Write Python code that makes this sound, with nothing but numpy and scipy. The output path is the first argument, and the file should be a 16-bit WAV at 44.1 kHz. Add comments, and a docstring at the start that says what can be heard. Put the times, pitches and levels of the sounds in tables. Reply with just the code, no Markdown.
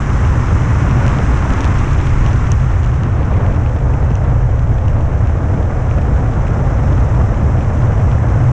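"""A loud, lumpy wind with a hissing edge: a camera rides the wing of a hang glider easing out of a turn.
Eddies buffet the microphone as slow noise swings, and a fast limiter holds their bass down. Airspeed drives
filtered noise for the rush and hiss along the housing; as the wing levels, the camera slides into a roaring
wake. Gusts lift or dip these bands, and short filtered knocks make the mount tick over a faint random crackle."""
import sys
import numpy as np
from scipy import signal
from scipy.fft import rfft, irfft
from scipy.io import wavfile

SR = 44100
rng = np.random.default_rng(int(sys.argv[2]) if len(sys.argv) > 2 else 0)


def master(y):
    """Save y as 16-bit WAV."""
    cut = np.clip(np.atleast_2d(y).T, -1, 1)
    pcm = np.round(cut * 32767)  # scale
    wavfile.write(sys.argv[1], SR, pcm.astype(np.int16))


N = 375732

# All spectra are relative levels per Hz: the filtered sound is scaled to an rms or a peak afterwards.
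# broad crack of the mount: (f/Hz, level/dB)
CRACK_SPECTRUM = [(1000, -12.5), (2500, 1.5), (4300, -2), (7000, -3.5), (8600, -15), (10000, -25),
                  (12000, -39), (15500, -45.5)]


def gain_of(db):
    """Turns decibels into amplitude."""
    return 10 ** (np.asarray(db) / 20)


def evened(x):
    """Scales a signal to an rms of one."""
    return x / np.sqrt(np.mean(x ** 2) + 1e-20)


def coloured(x, spectrum):
    """Filters x by a (f/Hz, level/dB) spectrum, without delay, and scales it to an rms of one."""
    hz, db = np.transpose(spectrum)
    f = np.fft.rfftfreq(len(x), 1 / SR)
    # straight lines in dB over log frequency
    level_db = np.interp(np.log(f + 1), np.log(hz + 1), db, left=-90, right=-110)
    return evened(irfft(rfft(x) * gain_of(level_db), len(x)))


def noise(spectrum):
    """Makes steady noise of the given colour, rms one."""
    return coloured(rng.standard_normal(N), spectrum)


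def low_pass(x, hz, order):
    """Low-passes a signal without delay."""
    f = np.fft.rfftfreq(len(x), 1 / SR)
    return irfft(rfft(x) / np.sqrt(1 + (f / hz) ** (2 * order)), len(x))


def wander(hz):
    """Random motion of rms one, mostly slower than hz."""
    return evened(low_pass(rng.standard_normal(N), hz, order=2))


def curve(points):
    """Joins (t/s, level/dB) points by straight lines, sample by sample."""
    return np.interp(np.arange(N) / SR, *np.transpose(points))


def swell(middle_s, length_s, db):
    """A smooth rise and fall, or dip, in dB; length_s is its whole width."""
    phase = np.clip((np.arange(N) / SR - middle_s) / length_s, -0.5, 0.5)
    return db * np.cos(np.pi * phase) ** 2


def flight(cruise_db=-51, wake_from_s=2.3, wake_to_s=3.46):
    """Airspeed (dB over cruise), depth in the wake (0-1) and the gusts' lift of eddies, roar and rush (dB)."""
    # airspeed, given as the level of the hiss that it raises: (t/s, level/dB)
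    airspeed = [(0.0, -45.5), (1.47, -45), (2.37, -47), (3.08, -53), (4.29, -53.5), (4.62, -55),
                (6.93, -50.5), (7.43, -51.5), (8.52, -51)]
    # gusts: (middle t/s, length/s, lift of the eddies/dB, lift of the roar/dB, lift of the rush/dB)
    gusts = [(0.85, 0.85, 1.5, 3.5, 1.1), (1.096, 0.46, 2, 3.5, 1.5), (1.22, 0.14, 1.5, 3.5, 1.5),
             (1.607, 0.58, 1.5, 1, 1.9), (2.014, 0.14, 0.5, -5, 0.5), (2.35, 0.45, 0.5, 3.5, 0.5),
             (2.85, 0.64, -1, 0, 0.8), (3.33, 0.77, 3.5, 2, 3), (3.633, 0.21, 3, 0, 0.5),
             (3.87, 0.24, 3.5, 2.5, -1), (4.033, 0.13, 1.5, 1.5, 0), (4.263, 0.14, 0, 2, 1),
             (4.704, 0.078, 5, 1.5, -1), (5.55, 0.52, 3, 1, -0.5), (8.01, 0.068, 0, 2, 0.8),
             (8.357, 0.13, 0.5, 1, 0.8)]
    speed_db = curve(airspeed) - cruise_db
    # the camera slides into the wake as the wing levels
    wake = np.interp(np.arange(N) / SR, [wake_from_s, wake_to_s], [0, 1])
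    lifts_db = sum(swell(middle_s, length_s, np.array(dbs)[:, None]) for middle_s, length_s, *dbs in gusts)
    return speed_db, wake, *lifts_db


def limited_bass(pressure, ceiling_db=-5.0, limiter_hz=80):
    """A fast limiter: the smoothed envelope turns down whatever nears the ceiling."""
    load = low_pass(abs(signal.hilbert(pressure)), limiter_hz, order=2) / gain_of(ceiling_db)
    return pressure / (1 + load ** 6) ** (1 / 6)


def buffet(speed_db, roll_db, surge_db, buffet_db=-11.5, heave_db=-21.5, lumpy_db=1.0, swell_db=-1.0,
           upper_hz=100, crossover_hz=148):
    """Lumpy pressure swings over a slow heave of the air, their tallest peaks flattened by the limiter."""
    # pressure swings of the buffeting: (f/Hz, level/dB)
    swing_spectrum = [(20, -27), (38, -11.5), (50, -1), (62, 1), (90, 0.5), (135, -2), (160, -13.5),
                      (200, -36.5)]
    # slow heave of the air: (f/Hz, level/dB)
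    heave_spectrum = [(5, -18), (11, 0.5), (22, -8.5), (36, 2), (50, -3), (65, -12), (100, -48.5)]
    # gain of the upper bass in the buffeting: (t/s, level/dB)
    upper_bass = [(0.1, -4.5), (0.5, 3), (1.1, 2), (1.4, -4), (2.3, 0), (3.2, -0.5), (4.7, 2.5),
                  (5.0, -0.5), (5.5, -1.5), (6.3, -3.5), (7.2, 2.5), (7.8, -1), (8.5, 5.5)]
    swing_level_db = buffet_db + 0.051 * speed_db + lumpy_db * wander(hz=15)
    swings = noise(swing_spectrum) * gain_of(swing_level_db)
    deep = low_pass(swings, upper_hz, order=6)
    upper = (swings - deep) * gain_of(curve(upper_bass))
    heave_level_db = heave_db + 0.8 * roll_db + surge_db + swell_db * wander(hz=0.95)
    heave = noise(heave_spectrum) * gain_of(heave_level_db)
    held = limited_bass(deep + upper + heave)
    return low_pass(held, crossover_hz, order=12)


def airflow(speed_db, wake, gust_eddy_db, gust_roar_db, gust_rush_db, eddy_db=-27.5, roar_db=-38.5, rush_db=-32.0,
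            wake_eddy_db=4.5, wake_roar_db=10.5, eddy_puff_db=1.0, roar_puff_db=0.5):
    """Large eddies, wake roar and housing rush follow speed and gusts, and tremble with one turbulence."""
    # large eddies: (f/Hz, level/dB)
    eddy_spectrum = [(60, -12.5), (150, 3.5), (210, 0), (280, -2.5), (370, -8), (520, -14), (1200, -41)]
    # roar of the wake: (f/Hz, level/dB)
    roar_spectrum = [(200, -18.5), (360, -7), (460, 3), (620, 2.5), (800, -0.5), (1100, -10.5),
                     (1800, -17.5), (4000, -58.5)]
    # rush along the housing: (f/Hz, level/dB)
    rush_spectrum = [(200, -11.5), (500, -10), (800, -1), (1100, 1.5), (1500, -3), (2000, -10),
                     (2800, -20.5), (3700, -28), (4700, -35.5), (6000, -44), (12000, -80)]
    turbulence = wander(hz=35)
    puffs = wander(hz=20)
    eddy_level_db = eddy_db + 0.91 * speed_db + wake_eddy_db * wake + gust_eddy_db
    eddy_level_db = eddy_level_db + 1.0 * turbulence + eddy_puff_db * puffs
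    roar_level_db = roar_db + 0.67 * speed_db + wake_roar_db * wake + gust_roar_db
    roar_level_db = roar_level_db + 1.3 * turbulence + roar_puff_db * puffs
    rush_level_db = rush_db + 0.76 * speed_db + gust_rush_db + 0.77 * turbulence
    eddies = noise(eddy_spectrum) * gain_of(eddy_level_db)
    roar = noise(roar_spectrum) * gain_of(roar_level_db)
    rush = noise(rush_spectrum) * gain_of(rush_level_db)
    return eddies + roar + rush


def flutter(speed_db, wake, lift_db, flutter_db=-41.5, wake_flutter_db=-4.0, ragged_db=1.8, ragged_hz=60):
    """Small eddies tear raggedly off the housing's edges, lifted by gusts and roll, sheltered in the wake."""
    # small eddies off the edges: (f/Hz, level/dB)
    flutter_spectrum = [(900, -17), (1600, 1), (2100, -0.5), (2800, -7.5), (3700, -18), (5000, -31.5)]
    level_db = flutter_db + 0.5 * speed_db + wake_flutter_db * wake + lift_db
    return noise(flutter_spectrum) * gain_of(level_db + ragged_db * wander(hz=ragged_hz))


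def hiss(speed_db, hiss_db=-51.0, flicker_db=0.74):
    """The finest eddies hiss in a broad resonance near 6 kHz, flickering as they follow the airspeed."""
    # finest eddies: (f/Hz, level/dB)
    hiss_spectrum = [(3000, -29.5), (4000, -15.5), (4700, -19.5), (5100, -4), (5500, -4), (6000, -0.5),
                     (6700, -5), (7500, -6.5), (8500, -15.5), (10000, -24.5), (11500, -33), (13000, -55)]
    return noise(hiss_spectrum) * gain_of(hiss_db + speed_db + flicker_db * wander(hz=40))


def crackle(strain_db, calm_per_s=55, doubling_db=2.0, spread_db=3.0, level_db=-54.0, pitch_spread=0.15,
            crack_db=-10.0):
    """Faint random ticks of the mount at three pitches; strain makes them thicker and louder."""
    # ring of the crackle at its middle pitch: (f/Hz, level/dB)
    crackle_spectrum = [(1200, -21), (2100, 2), (2800, 1.5), (3700, -12.5), (4700, -19.5), (6500, -30)]
    per_s = calm_per_s * 2 ** (strain_db / doubling_db)
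    size = gain_of(spread_db * np.minimum(rng.exponential(1, N), 2.5))
    clicks = size * (rng.random(N) < per_s / SR) * rng.choice([-1, 1], N)
    pitch = rng.integers(-1, 2, N)  # low, middle or high
    rings = np.zeros(N)
    for step in (-1, 0, 1):
        shifted = np.multiply(crackle_spectrum, [np.exp(pitch_spread * step), 1])
        rings += coloured(clicks * (pitch == step), shifted)
    cracks = gain_of(crack_db) * coloured(clicks, CRACK_SPECTRUM)
    return (evened(rings) + cracks) * gain_of(level_db + strain_db)


def ring(spectrum, size=384):
    """One sharp knock on a broad resonance of the housing, centred in a window of about 9 ms."""
    return coloured(signal.unit_impulse(size, "mid"), spectrum) * np.hanning(size)


def rebounding(knock, gap_s, share=0.5):
    """A knock and its weaker rebound a moment later, scaled to a peak of one."""
    pair = knock + share * np.roll(knock, round(gap_s * SR))
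    return pair / abs(pair).max()


def add(mix, s, sound):
    """Mixes a sound in at time s."""
    part = mix[round(s * SR):][:len(sound)]
    part += sound[:len(part)]


def mount(dull_hz=2750, crack_trim_db=1.0, rebound_s=0.0005):
    """Distinct ticks of the camera mount: a broad crack, a dull ring of its own pitch and a bright ring."""
    # ticks: (t/s, dull pitch f/Hz, dull peak level/dB, bright peak level/dB, crack peak level/dB before trim)
    ticks = [(0.251, 2750, -22, -44, -47.5), (0.9113, 2500, -24, -31, -38), (0.9174, 2450, -29, -38, -36),
             (1.0653, 2630, -24, -34, -21), (1.0805, 2600, -19, -24, -33), (1.0934, 3000, -28, -36, -31),
             (1.187, 2900, -25, -42, -27), (1.3739, 3000, -34, -34, -31), (1.5053, 2800, -26, -38, -27),
             (1.537, 2870, -29, -37, -22), (1.6074, 3510, -25, -23, -28), (1.6145, 2780, -30, -33, -26),
             (1.639, 3100, -36, -32, -29), (1.6447, 3150, -29, -36, -17), (1.6533, 3460, -27, -33, -26),
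             (1.6771, 3100, -34, -36, -30), (1.7838, 3100, -33, -35, -30), (1.7894, 2600, -33, -28, -33),
             (1.932, 2900, -34, -36, -34), (2.0135, 2630, -28, -34, -36), (2.0679, 2700, -33, -35, -31),
             (2.2638, 2900, -21, -28, -35), (2.3317, 3000, -33, -34, -29), (2.5185, 2930, -28, -13, -23),
             (2.5256, 2730, -25, -44, -42), (2.833, 3300, -33, -42, -33), (2.842, 3000, -35, -40, -34),
             (2.848, 2830, -29, -44, -35), (2.8621, 2900, -37, -33, -34), (3.035, 3080, -24, -32, -41),
             (3.231, 2700, -29, -56, -37), (3.341, 2240, -24, -50, -52), (3.4645, 2230, -23, -41, -35),
             (3.525, 2660, -36, -48, -37), (3.5624, 2490, -29, -40, -36), (3.6628, 2520, -23.5, -47, -41),
             (3.7868, 2500, -30, -47, -47), (3.939, 2520, -26, -53, -48), (4.116, 2720, -28, -49, -38),
             (4.155, 2700, -26.5, -25.5, -46), (4.594, 2730, -30, -52, -30), (4.742, 2800, -40, -40, -42),
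             (4.784, 3260, -35, -50, -37), (4.8828, 2740, -26.5, -32, -40), (5.0089, 2800, -34, -50, -42),
             (5.273, 2500, -29, -41, -33), (5.912, 2200, -20.5, -41, -46), (5.9845, 2370, -30, -43, -42),
             (6.0213, 2500, -30, -47, -44), (6.4696, 2390, -25, -47, -50), (6.4819, 2720, -29, -43, -37),
             (6.5063, 2470, -34, -38, -37), (7.2177, 2600, -36, -46, -40), (7.609, 2450, -27, -50, -43),
             (7.921, 2500, -32, -47, -40), (8.1167, 2400, -29, -45, -39), (8.1309, 2450, -29, -46, -44)]
    # dull ring at the pitch dull_hz: (f/Hz, level/dB)
    dull_spectrum = [(1000, -26.5), (2000, -3), (2750, 12), (3600, -5.5), (4700, -18), (6500, -32.5)]
    # bright ring near 6 kHz: (f/Hz, level/dB)
    bright_spectrum = [(3500, -36), (4900, -19.5), (5600, 4), (6400, 2), (7200, -6), (8000, -19.5),
                       (8900, -18.5), (10000, -34), (12000, -47.5), (15000, -50.5)]
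    out = np.zeros(N)
    crack = ring(CRACK_SPECTRUM)
    crack = crack / abs(crack).max()
    spreads = rng.uniform(0.6, 1.5, len(ticks))  # each tick rebounds a little sooner or later
    for (s, hz, dull_db, bright_db, crack_db), spread in zip(ticks, spreads):
        gap_s = spread * rebound_s
        dull = rebounding(ring(np.multiply(dull_spectrum, [hz / dull_hz, 1])), gap_s)
        bright = rebounding(ring(bright_spectrum), gap_s)
        tick = gain_of(dull_db) * dull + gain_of(bright_db) * bright
        tick += gain_of(crack_db + crack_trim_db) * crack
        add(out, s - len(tick) / 2 / SR, tick)  # the knock sits mid-window
    return out


def scene():
    """All the wind and the ticking mount at one microphone."""
    # the roll out of the turn heaves the air and strains the mount: (middle t/s, length/s, level/dB)
    roll = (1.95, 2.8, 4.7)
    # deep surges of the heave: (middle t/s, length/s, level/dB)
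    surges = [(1.73, 0.24, 3), (2.198, 0.32, 8), (4.711, 0.27, 8)]
    speed_db, wake, gust_eddy_db, gust_roar_db, gust_rush_db = flight()
    roll_db = swell(*roll)
    surge_db = sum(swell(*surge) for surge in surges)
    bass = buffet(speed_db, roll_db, surge_db)
    flow = airflow(speed_db, wake, gust_eddy_db, gust_roar_db, gust_rush_db)
    fine = flutter(speed_db, wake, gust_rush_db + 0.3 * roll_db) + hiss(speed_db)
    strain_db = 0.38 * roll_db + 0.35 * speed_db
    return (bass + flow + fine + crackle(strain_db) + mount())[None]


def record(dry, edge_hz=15600):
    """The camera's steep band limit, with a few milliseconds of fade at either end."""
    band_limit = signal.butter(12, edge_hz, fs=SR, output="sos")
    limited = signal.sosfiltfilt(band_limit, dry)
    return limited * signal.windows.tukey(N, 0.001)


dry = scene()
out = record(dry)
master(out)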